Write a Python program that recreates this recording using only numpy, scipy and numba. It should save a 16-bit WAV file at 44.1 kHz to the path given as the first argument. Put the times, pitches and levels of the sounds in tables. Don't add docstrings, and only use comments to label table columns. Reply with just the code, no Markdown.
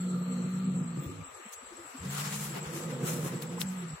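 import sys
import numpy as np
from scipy import signal
from scipy.fft import irfft
from scipy.io import wavfile
from scipy.ndimage import uniform_filter1d
from numba import njit

SR = 44100
rng = np.random.default_rng(int(sys.argv[2]) if len(sys.argv) > 2 else 0)


def wav_record(signal):
    frames = np.transpose(np.atleast_2d(signal))
    bounded = np.clip(frames, -1, 1)
    quanta = np.round(bounded * 32767).astype(np.int16)
    wavfile.write(sys.argv[1], SR, quanta)


def magnitude_from_level(level_db):
    exponent = np.asarray(level_db, float) / 20
    return 10 ** exponent


N = 176400


def unit(x):
    return x / np.sqrt(np.mean(x ** 2))


@njit
def svf(x, hz, width):
    y, b, l = np.empty(len(x)), 0., 0.
    g, k = np.tan(np.pi * hz / SR), width / hz
    for i in range(len(x)):
        v = (b + g * (x[i] - l)) / (1 + g * (g + k))
        b, l, y[i] = 2 * v - b, l + 2 * g * v, k * v
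    return y


def band(x, hz, width):
    once = svf(x, 1. * hz, 1. * width)
    return svf(once, 1. * hz, 1. * width)


def walk(rate):
    k = int(SR / rate)
    steps = np.repeat(rng.standard_normal(N // k + 1), k)
    return 1.3 * uniform_filter1d(uniform_filter1d(steps, k), k)[:N]


def shape(table, hz):
    curve_hz, curve_db = np.array(table).T
    return np.interp(np.log(hz), np.log(curve_hz), curve_db)


def pair(hz, width, like):
    f = np.fft.rfftfreq(N, 1 / SR)
    near = np.abs(f - hz) < 3 * width
    spec = np.zeros((2, len(f)), complex)
    z = rng.standard_normal((2, 2, len(f)), dtype=np.float32)[:, :, near]
    bell = np.exp(-2 * ((f[near] - hz) / width) ** 2)
    spec[:, near] = (z[0] + 1j * z[1]) * bell
    middle, side = (unit(v) for v in irfft(spec, N))
    like = np.clip(like, 0, 1)
    return np.sqrt((1 + like) / 2) * middle + np.sqrt((1 - like) / 2) * side * np.array([[1], [-1]])


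def hump(t, at, rise, fall):
    before = np.exp(-np.minimum((at - t) / rise, 9) ** 2)
    after = np.exp(-np.maximum(t - at, 0) / fall)
    return np.where(t < at, before, after)


def drones(t):
    # (pitch [Hz], width [Hz], level [dB], fade time [s])
    steady = [
        (1206, 79, -58, 1.63),
        (1239, 140, -61, 4.8),
        (1352, 105, -59.5, 1.01),
        (4190, 430, -63, 1.125),
        (14900, 900, -75, 0.5),
        (11870, 250, -69, 0.61),
        (500, 140, -64.5, 2.5),
    ]
    out = 0
    for hz, width, db, end in steady:
        fade_db = 14 / (1 + np.exp((end - t) / .12))
        out = out + magnitude_from_level(db + 2 * walk(10) - fade_db) * pair(hz, width, .1)
    return out


def rustle_and_night(t):
    # (peak time [s], rise [s], fall [s], level [dB], brightness [dB per octave])
    rustles = [(1.05, 0.045, 0.028, -69, 9), (1.535, 0.013, 0.012, -48, 5.5), (2.05, 0.21, 0.89, -56, -1.5),
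               (2.13, 0.033, .06, -59, 8), (2.258, 0.13, 0.21, -44, 2.5), (2.36, 0.023, 0.047, -55.5, 7),
               (2.44, 0.14, 0.07, -55.5, 8), (2.6, 0.061, 0.038, -68, -7), (2.772, 0.049, 0.053, -52, 7),
               (3.092, 0.045, 0.11, -46, 6.5), (3.26, 0.032, 0.025, -59.5, 10), (3.2, 0.82, 1, -57.5, -3),
               (3.424, .006, 0.0084, -50, 11), (1.495, 0.011, .01, -60, 4.5), (1.3, 0.017, .02, -73, 6),
               (3.618, 0.014, 0.0077, -36.5, 6), (3.73, 0.043, 0.011, -63, 10)]
    # (frequency [Hz], level [dB])
    cloth_colour = [(290, -20.5), (500, 6.5), (604, -11.5), (1020, 2.5), (1400, -0.5), (4660, -9.5),
                    (7860, -6), (16000, -19)]
    # (frequency [Hz], level [dB])
    night_colour = [(40, -7.5), (230, -14.5), (400, -4.5), (1300, -3), (2600, -8), (4800, -16), (9000, -13),
                    (16000, -31.5)]
    night_db = -50
    grain = magnitude_from_level(1.73 * walk(40.03) + 0.83 * walk(400))
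    peak_s, rise_s, fall_s, rustle_db, bright = np.array(rustles).T
    swells = np.array([hump(t, s, a, b) for s, a, b in zip(peak_s, rise_s, fall_s)])
    swells = uniform_filter1d(swells, size=200, axis=1)
    out = 0
    for hz in 40 * 2 ** np.arange(0, 8.7, .5):
        like = .8 - np.log2(hz / 40) / 6
        wider_db = 10 * np.log10(hz)
        patchy_db = 2.0 + 3 * (hz < 300) + .8 * (hz > 4000)
        night = magnitude_from_level(night_db - 37.5 + shape(night_colour, hz) + wider_db + patchy_db * walk(12))
        cloth = magnitude_from_level(rustle_db - 35.5 + bright * np.log2(hz / 5000)) @ swells
        bass_cut_db = 16 * max(np.log2(500 / hz), 0)
        colour_db = shape(cloth_colour, hz) + wider_db - bass_cut_db
        cloth = cloth * magnitude_from_level(colour_db + 1.2 * walk(22.01)) * grain
        cloth = cloth * magnitude_from_level(np.array([[-.4], [.4]]))
        out = out + np.hypot(night, cloth) * pair(hz, hz / 2.36, like)
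    return out


def katydid(t):
    # (first throb [s], throb period [s], start [s], stop [s], peak level [dB])
    spells = [
        (.008, .1082, 0, 1.15, -54),
        (1.255, .1045, 1.2, 2.12, -54),
        (2.19, .107, 2.15, 4, -53),
    ]
    # (rise [s], fall [s])
    throb = (.022, .03)
    trill_db = -63
    env, spread = magnitude_from_level(trill_db), rng.standard_normal((40, 2))
    for first, period, start, stop, db in spells:
        for k in range(38):
            s = first + k * period + 0.0047 * spread[k, 0]
            if start - .05 < s < stop:
                env = env + magnitude_from_level(db + 1.5 * spread[k, 1]) * hump(t, s, *throb)
    flicker = magnitude_from_level(2 * walk(120))
    return env * flicker * (pair(7700, 330, 0.33) + magnitude_from_level(-5.0) * pair(7800, 720, .1))


def thuds(t):
    # (time [s], level [dB], pitch [Hz], ring time [s])
    bumps = [(1.272, -69, 270, 0.016), (1.455, -59, 216, 0.018), (1.624, -63, 254, 0.012),
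             (1.715, -58, 347, 0.032), (1.781, -58.5, 340, 0.089), (1.839, -64.5, 296, .05),
             (1.944, -53.5, 262, 0.037), (2.502, -56.5, 334, 0.039), (2.75, -50.5, 332, 0.073),
             (3.821, -57, 363, 0.072), (1.788, -72.5, 90, 0.015), (1.861, -73, 140, 0.014),
             (1.349, -74, 78, 0.014), (3.641, -62, 81.5, .06), (3.931, -59, 72, 0.028),
             (1.06, -50, 82.5, 0.054), (1.09, -52, 362, 0.022), (1.199, -61, 81.5, 0.057),
             (2.001, -55, 84, 0.12), (2.66, -59, 76.5, 0.04)]
    out = 0
    for s, db, hz, ring in bumps:
        env = hump(t, s + 0.013, 0.011, ring / 3)
        out = out + magnitude_from_level(db + 14) * env * np.sin(2 * np.pi * hz * (t - s))
    return out * magnitude_from_level(np.array([[.6], [-.6]]))


def scuffs(t):
    # (time [s], length [s], level [dB], pitch [Hz], width [Hz])
    drags = [(1.05, .045, -57, 14900, 800), (1.04, .045, -63, 13700, 600), (1.05, .025, -58, 3400, 460),
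             (2.4, 0.019, -52, 2300, 250), (1.215, .008, -53.5, 2250, 300), (2.29, 0.21, -56.5, 446, 99),
             (1.78, 0.09, -61.5, 250, 96), (.14, 0.063, -51, 1290, 110), (1.54, 0.0091, -47, 6500, 660),
             (5.8, .007, -45, 11000, 2200), (3.584, 0.0042, -40, 1030, 450),
             (3.612, 0.0064, -43.5, 8400, 1300), (1.88, .002, -47, 1400, 900), (1.8, 0.051, -57, 465, 200),
             (1.41, 0.047, -55, 364, 64), (1.144, 0.093, -47.5, 271, 46), (1.03, 0.085, -47, 335, 36)]
    out = 0
    for s, length, db, hz, width in drags:
        env = hump(t, s, length, 0.8 * length)
        puff = env * pair(hz, width, 0.33)
        even = np.sqrt(np.mean(env ** 2) / np.mean(puff ** 2))
        out = out + magnitude_from_level(db) * puff * even
    return out


def ticks(t):
    # (time [s], peak level [dB], pitch [Hz], left over right [dB])
    snaps = [
        (3.424, -27, 4400, 12),
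        (3.6162, -16, 3700, 14),
    ]
    out = 0
    for s, db, hz, pan_db in snaps:
        level = magnitude_from_level(db + np.array([[.5], [-.5]]) * pan_db)
        out = out + level * hump(t, s, .00012, .0002) * np.sin(2 * np.pi * hz * (t - s) + 1)
    return out


def phase(hz):
    return 2 * np.pi * np.cumsum(hz) / SR


def growl(t):
    # (time [s], chest level [dB], fold pitch [Hz], rasp share [0-1], upper sideband [dB],
    # mouth level [dB])
    first_growl = [
        (0, -33, 180.7, 0.01, -20.5, -17),
        (.3, -32, 181, 0.14, -9, -12),
        (.66, -31, 186.9, 0.18, -17.5, -28),
        (.74, -29, 191.5, 0.57, -15.5, -16),
        (.9, -38, 179.8, 0.72, -3, -21),
        (1.04, -34.5, 152, 0.77, -13, -13.5),
        (1.08, -43.5, 102, 0.16, -16, -8),
        (1.22, -43, 99.7, 0.03, -21, -17.5),
        (1.27, -87, 91, .5, -10, -10),
    ]
    second_growl = [
        (1.97, -66, 119.6, .5, -7.5, -5),
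        (2.047, -33, 135.2, 0.65, -10, -17),
        (2.13, -40.5, 146, 0.18, -1, -29),
        (2.45, -41, 144, 0.44, -1, -21),
        (2.75, -42, 151.7, 0.7, 0, -2),
        (3.05, -39.5, 160.5, 0.71, -6, -2.5),
        (3.298, -39.5, 151.8, 0.99, 6, -3.5),
        (3.581, -42, 171.9, 0.72, -3, -3.5),
        (3.632, -43.5, 174, 0.58, -4, -11),
    ]
    third_growl = [
        (3.598, -45.5, 195.5, 0.12, -23, -23),
        (3.642, -33, 192.4, .08, -13, -20.5),
        (3.77, -38, 183.2, 0.067, -21, -36),
        (3.878, -40, 165.7, 0.27, -23, -21),
        (3.939, -39, 153, 0.22, -31, -24),
        (3.955, -81, 156, 0.088, -20, -17),
    ]
    # (pitch [Hz], width [Hz], level [dB])
    mouth_rings = [(350.7, 48, 1), (483.5, 73, 1.5), (231, 63, -1.5), (578, 240, -15)]
    # (time [s], extra level [dB])
    surges = [(.205, -2), (0.251, -7), (.505, -2), (.69, 4.5), (.733, -7.5), (1.09, 1.5), (1.15, -2),
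              (1.2, 4), (2.28, 5), (2.31, -2), (2.859, 3), (2.941, 6), (3.042, 6.5), (3.105, 5), (3.173, 5),
              (3.263, 7.5), (3.335, 2.5), (3.294, -12), (3.39, -4)]
    flutter_hz, rasp_rate_hz, jitter = 58, 52, .006
    chest_hz, chest_width_hz = 156, 76.5

    slap_count = np.floor(phase(rasp_rate_hz * (1 + .25 * walk(40))) / (2 * np.pi))
    slaps = np.diff(slap_count, prepend=0) * magnitude_from_level(3.13 * walk(60)) * magnitude_from_level(1.6 * walk(13))
    slaps = slaps + 0.0021 * rng.standard_normal(N)
    rasp = unit(band(slaps, chest_hz, chest_width_hz))
    mouth = 0
    for hz, width, db in mouth_rings:
        breathy = 0.25 * slaps + 0.049 * rng.standard_normal(N)
        mouth = mouth + magnitude_from_level(db) * band(breathy, hz, width)
    mouth = unit(mouth)
    under = unit(band(slaps, 60, 140))

    wobble = walk(50)
    flutter = phase(flutter_hz * (1 + 0.061 * walk(15)))
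    tone_waver, side_waver = walk(30.31), walk(25.28)
    out = 0
    for rows in (first_growl, second_growl, third_growl):
        r = np.array(rows).T
        db, hz, share, side_db, mouth_db = (np.interp(t, r[0], c) for c in r[1:])
        share = np.clip(share, 0, 1)
        angle = phase(hz * (1 + jitter * (1 + 6 * share) * wobble))
        tone = magnitude_from_level(1.9 * share * tone_waver) * (np.sin(angle) + magnitude_from_level(-24.5) * np.sin(2 * angle))
        sides = np.sin(angle + flutter) + magnitude_from_level(-17.0) * np.sin(angle - flutter)
        tone = tone + magnitude_from_level(side_db + 3.2 * side_waver) * sides
        voice = np.sqrt(2 - 2 * share) * tone + np.sqrt(share) * rasp
        voice = voice + magnitude_from_level(mouth_db) * mouth + magnitude_from_level(-29) * under
        out = out + voice * magnitude_from_level(db) * (t >= r[0, 0]) * (t <= r[0, -1])
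    surge_db = sum(db * hump(t, s, .022, .012) for s, db in surges)
    out = out * magnitude_from_level(surge_db - 1)
    return signal.sosfilt(signal.butter(4, 95, "high", fs=SR, output="sos"), out)


def scene():
    t = np.arange(N) / SR
    cat = growl(t)
    pan_db = np.interp(t, [1.2, 2.6], [0, -.8])
    cat_pair = cat * magnitude_from_level(np.array([[1], [-1]]) * pan_db)
    room = svf(cat, 203.0, 280.0)
    echo = magnitude_from_level(-7) * np.array([np.roll(room, 300), -np.roll(room, 420)])
    left = magnitude_from_level(np.array([[1.9], [-1.9]]))
    night = left * (katydid(t) + rustle_and_night(t) + drones(t))
    return cat_pair + echo + thuds(t) + scuffs(t) + ticks(t) + night


def suppress(x):
    bin_gate, band_gate, gate_from_hz, gate_below_hz = .7, .5, 4450, 355
    holes_from_hz, hole_rarity, hole_db = 2900, 1.0, -50
    f, _, z = signal.stft(x, SR, nperseg=2048)
    column = f[:, None]
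    p = np.abs(z) ** 2
    frames = p.shape[2]
    near = uniform_filter1d(p, size=70, axis=1, origin=20)
    around = near.mean(0)
    calm = np.median(around, axis=1, keepdims=True)
    guard = 1 - .8 * (np.abs(column - 7500) < 800)

    fickle = np.repeat(np.repeat(magnitude_from_level(5 * rng.standard_normal((60, 60))), 18, axis=0), 3, axis=1)
    fickle = fickle[:len(f), :frames]
    blocks = uniform_filter1d(p.mean(0), size=9, axis=0)[4::9]
    blocks = np.repeat(blocks, 9, axis=0)[:len(f)]
    block_limit = band_gate * guard * around * np.minimum(fickle, calm / around + .7)
    high = (p > bin_gate * guard * near) & (blocks > block_limit)
    low = p.max(0) > magnitude_from_level(2 * np.where(column > 270, -67, -76))
    keep = np.where(column > gate_from_hz, high, np.where(column < gate_below_hz, low, True))

    field = np.repeat(rng.standard_normal((90, frames)), 16, axis=0)[:len(f)]
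    field = uniform_filter1d(field, size=5, axis=1)
    loud = np.clip(np.log10(around / calm), -.3, 1)
    hole = field / field.std() > hole_rarity + .4 * loud + (column < gate_from_hz) / 2
    hole = hole & (column > holes_from_hz) & (guard == 1)
    floor = np.where(np.abs(column - 280) < 80, .2, .07)
    gain = np.where(hole, magnitude_from_level(hole_db), np.maximum(keep, floor))
    return signal.istft(z * gain, SR, nperseg=2048)[1][:, :N]


def low_pass(x):
    return signal.sosfilt(signal.butter(12, 15850, fs=SR, output="sos"), x)


def record(dry):
    top_cut = signal.ellip(8, .2, 70, 15850, fs=SR, output="sos")
    mix = signal.sosfilt(top_cut, suppress(dry))
    return low_pass(mix)


dry = scene()
out = record(dry)
wav_record(out)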